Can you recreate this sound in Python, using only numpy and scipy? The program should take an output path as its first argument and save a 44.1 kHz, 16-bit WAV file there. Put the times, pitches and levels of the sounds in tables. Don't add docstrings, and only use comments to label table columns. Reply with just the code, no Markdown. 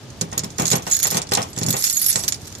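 import sys
import numpy as np
from scipy import signal
from scipy.io import wavfile

SR = 44100
rng = np.random.default_rng(int(sys.argv[2]) if len(sys.argv) > 2 else 0)


def amplitude_ratio(level_db):
    exponent = np.asarray(level_db, float) / 20
    return 10 ** exponent


def to_wav(sig):
    pcm = np.clip(np.atleast_2d(sig), -1, 1) * 32767
    pcm = np.round(pcm).astype(np.int16)
    wavfile.write(sys.argv[1], SR, pcm.T)


N = 114660

# (time [s], peak [dB], treble [dB], ping [Hz])
LOCK_CLINKS = [(0.1024, -27, -29, 6600), (0.2114, -3.5, -16, 6880), (0.3159, -26, -52, 7060),
               (0.3285, -16, -35, 6630), (0.378, -0.5, -5, 6860), (0.3924, -8, -19, 6840),
               (0.415, -46, -21, 6490), (0.4354, -15, -26, 6940), (0.4429, -14, -5, 5420),
               (0.5037, -24, -22, 6700), (0.5835, -11, -13, 6700), (0.5891, -18, -25, 5400),
               (0.597, -7.5, -9, 7070), (0.6197, -10.5, -6, 6460), (0.6548, -5, -13, 7040),
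               (0.6675, -6.5, -8, 6900), (0.6793, -6.5, -11, 6440), (0.6915, -15, -29, 6400),
               (0.7023, -7, -3, 7400), (0.7146, -0.5, -18, 6820), (0.7205, -12, -7, 6800),
               (0.7313, -6, -12, 3990), (0.7548, -7.5, -10.5, 6200), (0.7806, -17, -15, 6840),
               (0.8219, -20, -11, 6600)]
# (time [s], peak [dB], treble [dB], ping [Hz])
TURN_CLINKS = [(0.8668, -15, -13, 5570), (0.875, -17.5, -17, 7110), (0.8987, -17, -3, 6870),
               (0.9127, -8, -14, 6540), (0.9185, -6.5, -6, 5720), (0.9238, -30, -17, 6500),
               (0.9322, -9, -4, 6720), (0.944, -9, -3, 7000), (0.9605, -19, -2, 7770),
               (0.9664, -10, -2, 8000), (0.99, -12, 0, 6840), (0.999, -9.5, 0.5, 7100),
               (1.0224, -13, -24, 7070), (1.0288, 0.5, -5, 11900), (1.0365, -7.5, 5, 6860),
               (1.046, -14, -11, 6660), (1.0549, -4.5, -23, 7060), (1.0693, -6, 0.5, 7560),
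               (1.0796, -26, -10, 7250), (1.1037, -9, 2, 13200), (1.1112, -11.5, -4, 9660),
               (1.1444, -12, -23, 4200), (1.1699, -0.5, -7.5, 6290), (1.177, -12, -30, 6090),
               (1.2176, -10, -36, 7270), (1.2699, -23, -25, 4600), (1.2902, -19, -23, 5500),
               (1.3131, -13.5, -20, 7600), (1.3199, -3, -11, 5080), (1.335, -0.5, -6, 4120),
               (1.3497, -1, -26, 7420), (1.3718, -7.5, -13, 7160), (1.4183, -15, -19, 5050),
               (1.4267, -11, -29, 5460), (1.488, -34, -29, 6700), (1.5309, -23, -21, 6930),
               (1.5632, -17, -16, 7220), (1.5765, -14.5, -16, 7400), (1.587, -10.5, -7, 7140)]
# (time [s], peak [dB], treble [dB], ping [Hz])
SWING_CLINKS = [(1.613, -16, -23, 5540), (1.6249, -13.5, -15, 5530), (1.6323, -6, -10, 6650),
                (1.6635, -9.5, -9, 7460), (1.6852, -7, -4, 5570), (1.7048, -3.5, -2.5, 12500),
                (1.7268, -6, -17, 12130), (1.7664, -11, -10, 6950), (1.8238, -10, -17, 7010),
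                (1.84, 1.5, -8, 5220), (1.8448, -11, -18, 5380), (1.8671, -8.5, -5.5, 7000),
                (1.8872, -26, -3, 6850), (1.898, -4, -4.5, 6970), (1.906, -13, 0.5, 6870),
                (1.927, -12.5, 3, 9800), (1.9596, -24, 11, 6900), (1.9685, -8.5, -2.5, 7300),
                (1.9921, -20, 10, 11700), (2.016, -13.5, 6.5, 10000), (2.0424, -11.5, -1, 12000),
                (2.0623, -3.5, 0, 7140), (2.084, -11.5, 8, 10080), (2.0932, -12.5, 4, 11810),
                (2.099, -7.5, 0, 11200), (2.1144, -11.5, -10, 7800), (2.128, -7, -10.5, 6500),
                (2.1575, 0.5, -20, 7150), (2.1934, -13.5, -10, 6700), (2.2367, -9.5, -12, 6100),
                (2.2797, 2.5, -1.5, 5820), (2.3225, -4.5, -25, 6960), (2.3431, -16.5, -15, 5230),
                (2.5247, -26, -16, 6640), (2.5509, -18.5, -16, 6850), (2.5837, -28, -4, 7000)]
# (time [s], shaking [dB], ring of large key [dB], ring of loose keys [dB])
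SHAKING = [(0, -52, -27, -33), (.55, -46.5, -11, -24), (.62, -37, 4.5, -10), (.76, -45, -5, 3.5),
           (.82, -44, -21, -16), (.93, -32, 11.5, 2), (1.0, -46, 4, -8), (1.15, -24.5, -5, -9.5),
           (1.25, -55.5, -34, -44), (1.4, -33.5, -23, -30), (1.5, -49.5, 0.5, -2), (1.73, -65.5, -2, -2),
           (1.77, -26, -2.5, 2.5), (2.1, -30, -2.5, 3.5), (2.23, -35.5, 2.5, -1), (2.38, -46, -17, -25),
           (2.46, -33.5, -27, -23), (2.6, -51, -10, -18)]
# (frequency [Hz], density [dB per Hz])
CRACK_SPECTRUM = [(880, -27), (1500, -10.5), (1930, -8.5), (2940, -12), (3440, -8.5), (6960, 2.5),
                  (8540, -9.5), (13500, 1), (15500, -3.5)]


def rms_one(x):
    return x / np.sqrt(np.mean(x ** 2) + 1e-20)


def at_hz(points, hz):
    table_hz, table_db = np.array(points).T
    return np.interp(np.log(hz), np.log(table_hz), table_db)


def train(s, gains):
    out = np.full(N, 1e-18)
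    np.add.at(out, np.clip((s * SR).astype(int), 0, N - 1), gains)
    return out


def ring(clicks, hz, t60):
    r, w = amplitude_ratio(-60 / (t60 * SR)), 2 * np.pi * hz / SR
    return signal.lfilter([0, np.sin(w)], [1, -2 * r * np.cos(w), r * r], clicks)


def fade(clicks, t60):
    return signal.lfilter([1], [1, -amplitude_ratio(-60 / (t60 * SR))], clicks)


def drift(hz):
    lowpass = signal.butter(2, hz, fs=SR / 20, output="sos")
    slow = signal.sosfilt(lowpass, rng.standard_normal((2, N // 20 + 2)))
    return np.array([np.interp(np.arange(N) / 20, np.arange(len(v)), rms_one(v)) for v in slow])


def pair(hz):
    # (frequency [Hz], difference [dB])
    side_lean = [(60, -1), (250, -1.5), (2000, 3), (4000, 7), (8000, -14.5), (14000, 0.5)]
    return amplitude_ratio(at_hz(side_lean, hz) * np.array([[.5], [-.5]]))


def bands(spectrum, envelope):
    # (frequency [Hz], share [0-1])
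    side_likeness = [(60, 1), (250, 0.82), (1000, 0.52), (8000, 0.057)]
    limits = 28 * 2 ** np.arange(0, 9.6, .5)
    limits = limits[(limits > spectrum[0][0] * .8) & (limits < 21000)]
    out, power, white = 0, 0, rng.standard_normal((2, 2, N))
    for k, (low, high) in enumerate(zip(limits, limits[1:])):
        hz = np.sqrt(low * high)
        if low > spectrum[-1][0]:
            break
        mid, side = signal.sosfilt(signal.butter(2, [low, high], "band", fs=SR, output="sos"), white[k % 2])
        alike = np.clip(at_hz(side_likeness, hz), 0, 1)
        gain = amplitude_ratio(at_hz(spectrum, hz))
        power += 2 * gain ** 2 * np.mean(mid ** 2)
        stereo = np.sqrt(1 + alike) * mid + np.sqrt(1 - alike) * side * [[1], [-1]]
        out = out + gain * envelope(hz) * pair(hz) * stereo
    return out / np.sqrt(power)


def hush():
    # (frequency [Hz], density [dB per Hz])
    hush_spectrum = [(25, -10.5), (99, 11), (1050, -11), (2170, -16), (5280, -14.5), (12500, -34),
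                     (15500, -71)]
    lowpass = signal.butter(2, 9000, fs=SR, output="sos")
    return signal.sosfilt(lowpass, bands(hush_spectrum, lambda hz: 1))


def contacts():
    touches_per_s, rattle_db, rattle_spread_db, rattle_ring_db = 700, -4.5, 3.5, 11
    bounce_s, bounce_loss_db = .002, 9
    s, shake_db = np.transpose(SHAKING)[:2]
    draw = rng.random((int(N / SR * touches_per_s), 2))
    when = draw[:, 0] * N / SR
    spread_db = -rattle_spread_db * np.log(np.maximum(draw[:, 1], .05))
    db = np.interp(when, s, shake_db) + rattle_db + spread_db
    small = np.stack([when, db, np.full_like(db, -8.0)], axis=1)

    clinks = np.vstack([LOCK_CLINKS, TURN_CLINKS, SWING_CLINKS])[:, :3]
    luck = rng.exponential(1, (len(clinks), 4))
    late = bounce_s * np.cumsum(.5 + np.minimum(luck[:, :2], 2), axis=1)
    loss_db = bounce_loss_db * (.5 + luck[:, 2:])
    bounces = []
    for k in range(2):
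        bounce = clinks.copy()
        bounce[:, 0] += late[:, k]
        bounce[:, 1] -= loss_db[:, k]
        bounces.append(bounce)

    when, db, treble_db = np.vstack([clinks, *bounces, small]).T
    ring_db = rattle_ring_db * (np.arange(len(db)) >= len(db) - len(small))
    return when, db, treble_db, ring_db


def contact_luck(s, count):
    return np.clip(rng.standard_normal((len(s), count)), -2, 1.4)


def contact_db(db, treble_db, hz):
    return db + (treble_db + 8) * (hz > 9000)


def cracks(s, db, treble_db):
    crack_db, tail_db, band_spread_db = -6, -12, 3
    crack_t60_s, rise_s, tail_t60_s = .005, .0004, .067
    luck = contact_luck(s, 10)

    def envelope(hz):
        band = int(np.log2(hz) * 2) - 20
        clicks = train(s, amplitude_ratio(contact_db(db, treble_db, hz) + crack_db + band_spread_db * luck[:, band]))
        shorter = 2 if hz > 9000 else 1
        crack = fade(clicks, crack_t60_s / np.sqrt(shorter)) - fade(clicks, rise_s * np.log(1000))
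        return 2 * crack + amplitude_ratio(tail_db) * fade(clicks, tail_t60_s / shorter)

    return bands(CRACK_SPECTRUM, envelope)


def pings():
    ping_db, t60_s, rise_s = -5, .019, .0004
    out, t = np.zeros((2, N + SR)), np.arange(2000) / SR
    for s, db, _, hz in np.vstack([LOCK_CLINKS, TURN_CLINKS, SWING_CLINKS]):
        i = int(s * SR)
        phase = rng.uniform(0, 2 * np.pi, (2, 1))
        decay = amplitude_ratio(db + ping_db - 60 * t / t60_s) * (1 - np.exp(-t / rise_s))
        out[:, i:i + len(t)] += pair(hz) * decay * np.sin(2 * np.pi * hz * t + phase)
    return out[:, :N]


def lock_plate(s, db, treble_db):
    plate_modes = [3480, 4120, 4550, 5200, 5680, 6280, 7200, 8100]
    plate_db, spread_db, cycles = -19.5, 6, 81
    luck = contact_luck(s, len(plate_modes))
    out = np.zeros((2, N))
    for k, hz in enumerate(plate_modes):
        mode_db = contact_db(db, treble_db, hz) + plate_db + at_hz(CRACK_SPECTRUM, hz) / 2
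        for port in range(2):
            gains = amplitude_ratio(mode_db + spread_db * luck[:, k]) * np.sign(rng.standard_normal(len(s)))
            out[port] += pair(hz)[port] * ring(train(s, gains), hz, cycles / hz)
    return out


def ringing_keys(s, db, treble_db, ring_db):
    # (frequency [Hz], level [dB])
    key_modes = [(4400, -14), (4955, -11), (5560, -11), (6600, -2), (6760, 2), (6890, -3), (7090, -6),
                 (7840, -8), (9600, -11), (10050, -8), (11330, -5), (11780, -5), (12430, -8), (13800, -11)]
    mode_spread_db, twin_share, cycles = 4, .03, 900
    turning_db, turning_hz, waver_hz, waver_share = 5.5, 12, 40, .45
    modes = [(hz, level_db) for hz, level_db in key_modes]
    modes += [(hz * (1 + twin_share * rng.uniform(-1.016, 1)), level_db) for hz, level_db in key_modes[7:]]
    when, _, large_db, loose_db = np.transpose(SHAKING)
    luck = contact_luck(s, len(modes))
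    out = 0
    for k, (hz, level_db) in enumerate(modes):
        hanging_db = large_db if 6000 < hz < 7500 else loose_db
        free_db = np.interp(np.arange(N) / SR, when, hanging_db)
        strike_db = contact_db(db, treble_db, hz) + ring_db + level_db - 25
        gains = amplitude_ratio(strike_db + mode_spread_db * luck[:, k]) * np.sign(rng.standard_normal(len(s)))
        swell = amplitude_ratio(free_db + turning_db * drift(turning_hz)[0])
        waver = np.sqrt(1 - waver_share) + np.sqrt(waver_share) * drift(waver_hz)
        out = out + pair(hz) * swell * waver * ring(train(s, gains), hz, cycles / hz)
    return out


def keys():
    s, db, treble_db, ring_db = contacts()
    brief = cracks(s, db, treble_db) + pings() + lock_plate(s, db, treble_db)
    return brief + ringing_keys(s, db, treble_db, ring_db)


def door():
    # (time [s], peak [dB], hardness [dB])
    knocks = [(0.212, -11.5, -21), (0.325, -25, -6.5), (0.374, -17.5, -17.5), (0.433, -16.5, -19),
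              (0.586, -17, -8.5), (0.596, -12.5, -14.5), (0.627, -16, -17.5), (0.716, -11, -18.5),
              (0.731, -10.5, -10), (0.765, -24.5, -44), (0.867, -20.5, -6.5), (1.05, -21.5, -3.5),
              (1.118, -19, -8), (1.147, -12, -15.5), (1.172, -19, -9.5), (1.318, -15, -4.5),
              (1.374, -19.5, 0.5), (1.387, -16, -45), (1.571, -14.5, -18.5), (1.615, -12.5, -21.5),
              (1.649, -9.5, -27.5), (1.681, -7, -26), (1.739, -17.5, -6.5), (2.155, -17, -9),
              (2.236, -23.5, -12)]
    # (frequency [Hz], level [dB])
    leaf_modes = [(98, -8.5), (126, -0.5), (165, 1), (212, -2.5), (255, -8), (298, -9.5), (400, -4),
                  (500, -3), (800, 1), (1050, -34), (1500, -7.5), (1880, -7)]
    # (frequency [Hz], density [dB per Hz])
    thud_spectrum = [(40, -37), (173, 3.5), (1050, 8), (1260, -35), (1840, -2.5), (3000, -4), (3900, -50)]
    leaf_db, leaf_t60_s, leaf_damping, leaf_spread_db = -11.5, .25, .29, 1.77
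    thud_db, thud_t60_s, soft_hz = -10, .25, 393
    hard_from_hz, hard_full_hz = 230, 700
    s, db, hard_db = np.transpose(knocks)
    luck = rng.standard_normal((len(s), 2 * len(leaf_modes)))
    soft = np.exp(-2 * np.pi * soft_hz / SR)

    def knock_db(hz):
        reach = np.log(hz / hard_from_hz) / np.log(hard_full_hz / hard_from_hz)
        return db + (hard_db + 12) * np.clip(reach, 0, 1)

    def thud_envelope(hz):
        decay = fade(train(s, amplitude_ratio(knock_db(hz) + thud_db)), thud_t60_s)
        return signal.lfilter([1 - soft], [1, -soft], decay)

    out = bands(thud_spectrum, thud_envelope)
    for k, (hz, level_db) in enumerate(leaf_modes):
        t60 = leaf_t60_s * (100 / hz) ** leaf_damping
        gains = amplitude_ratio(knock_db(hz) + leaf_db + level_db + leaf_spread_db * luck[:, k]) * np.sign(luck[:, -1 - k])
        out = out + pair(hz) * ring(train(s, gains), hz, t60)
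    return signal.sosfilt(signal.butter(3, 60, "high", fs=SR, output="sos"), out)


def scene():
    left_lag_s, hush_db, duck_share, duck_from_db = .0005, -36.5, 1, -32
    near = keys() + door()
    near[0] = np.interp(np.arange(N) - np.round(left_lag_s * SR), np.arange(N), near[0])
    shake_db = np.interp(np.arange(N) / SR, *np.transpose(SHAKING)[:2])
    duck_db = duck_share * np.maximum(shake_db - duck_from_db, 0)
    return near + amplitude_ratio(hush_db - duck_db) * hush()


def band_limit(x):
    return signal.sosfilt(signal.butter(12, 15740, fs=SR, output="sos"), x)


def record(dry):
    rounded = 0.75 * np.tanh(dry / 0.93)
    lowpass = signal.cheby2(12, 80, 15900, fs=SR, output="sos")
    return band_limit(signal.sosfilt(lowpass, rounded))


dry = scene()
out = record(dry)
to_wav(out)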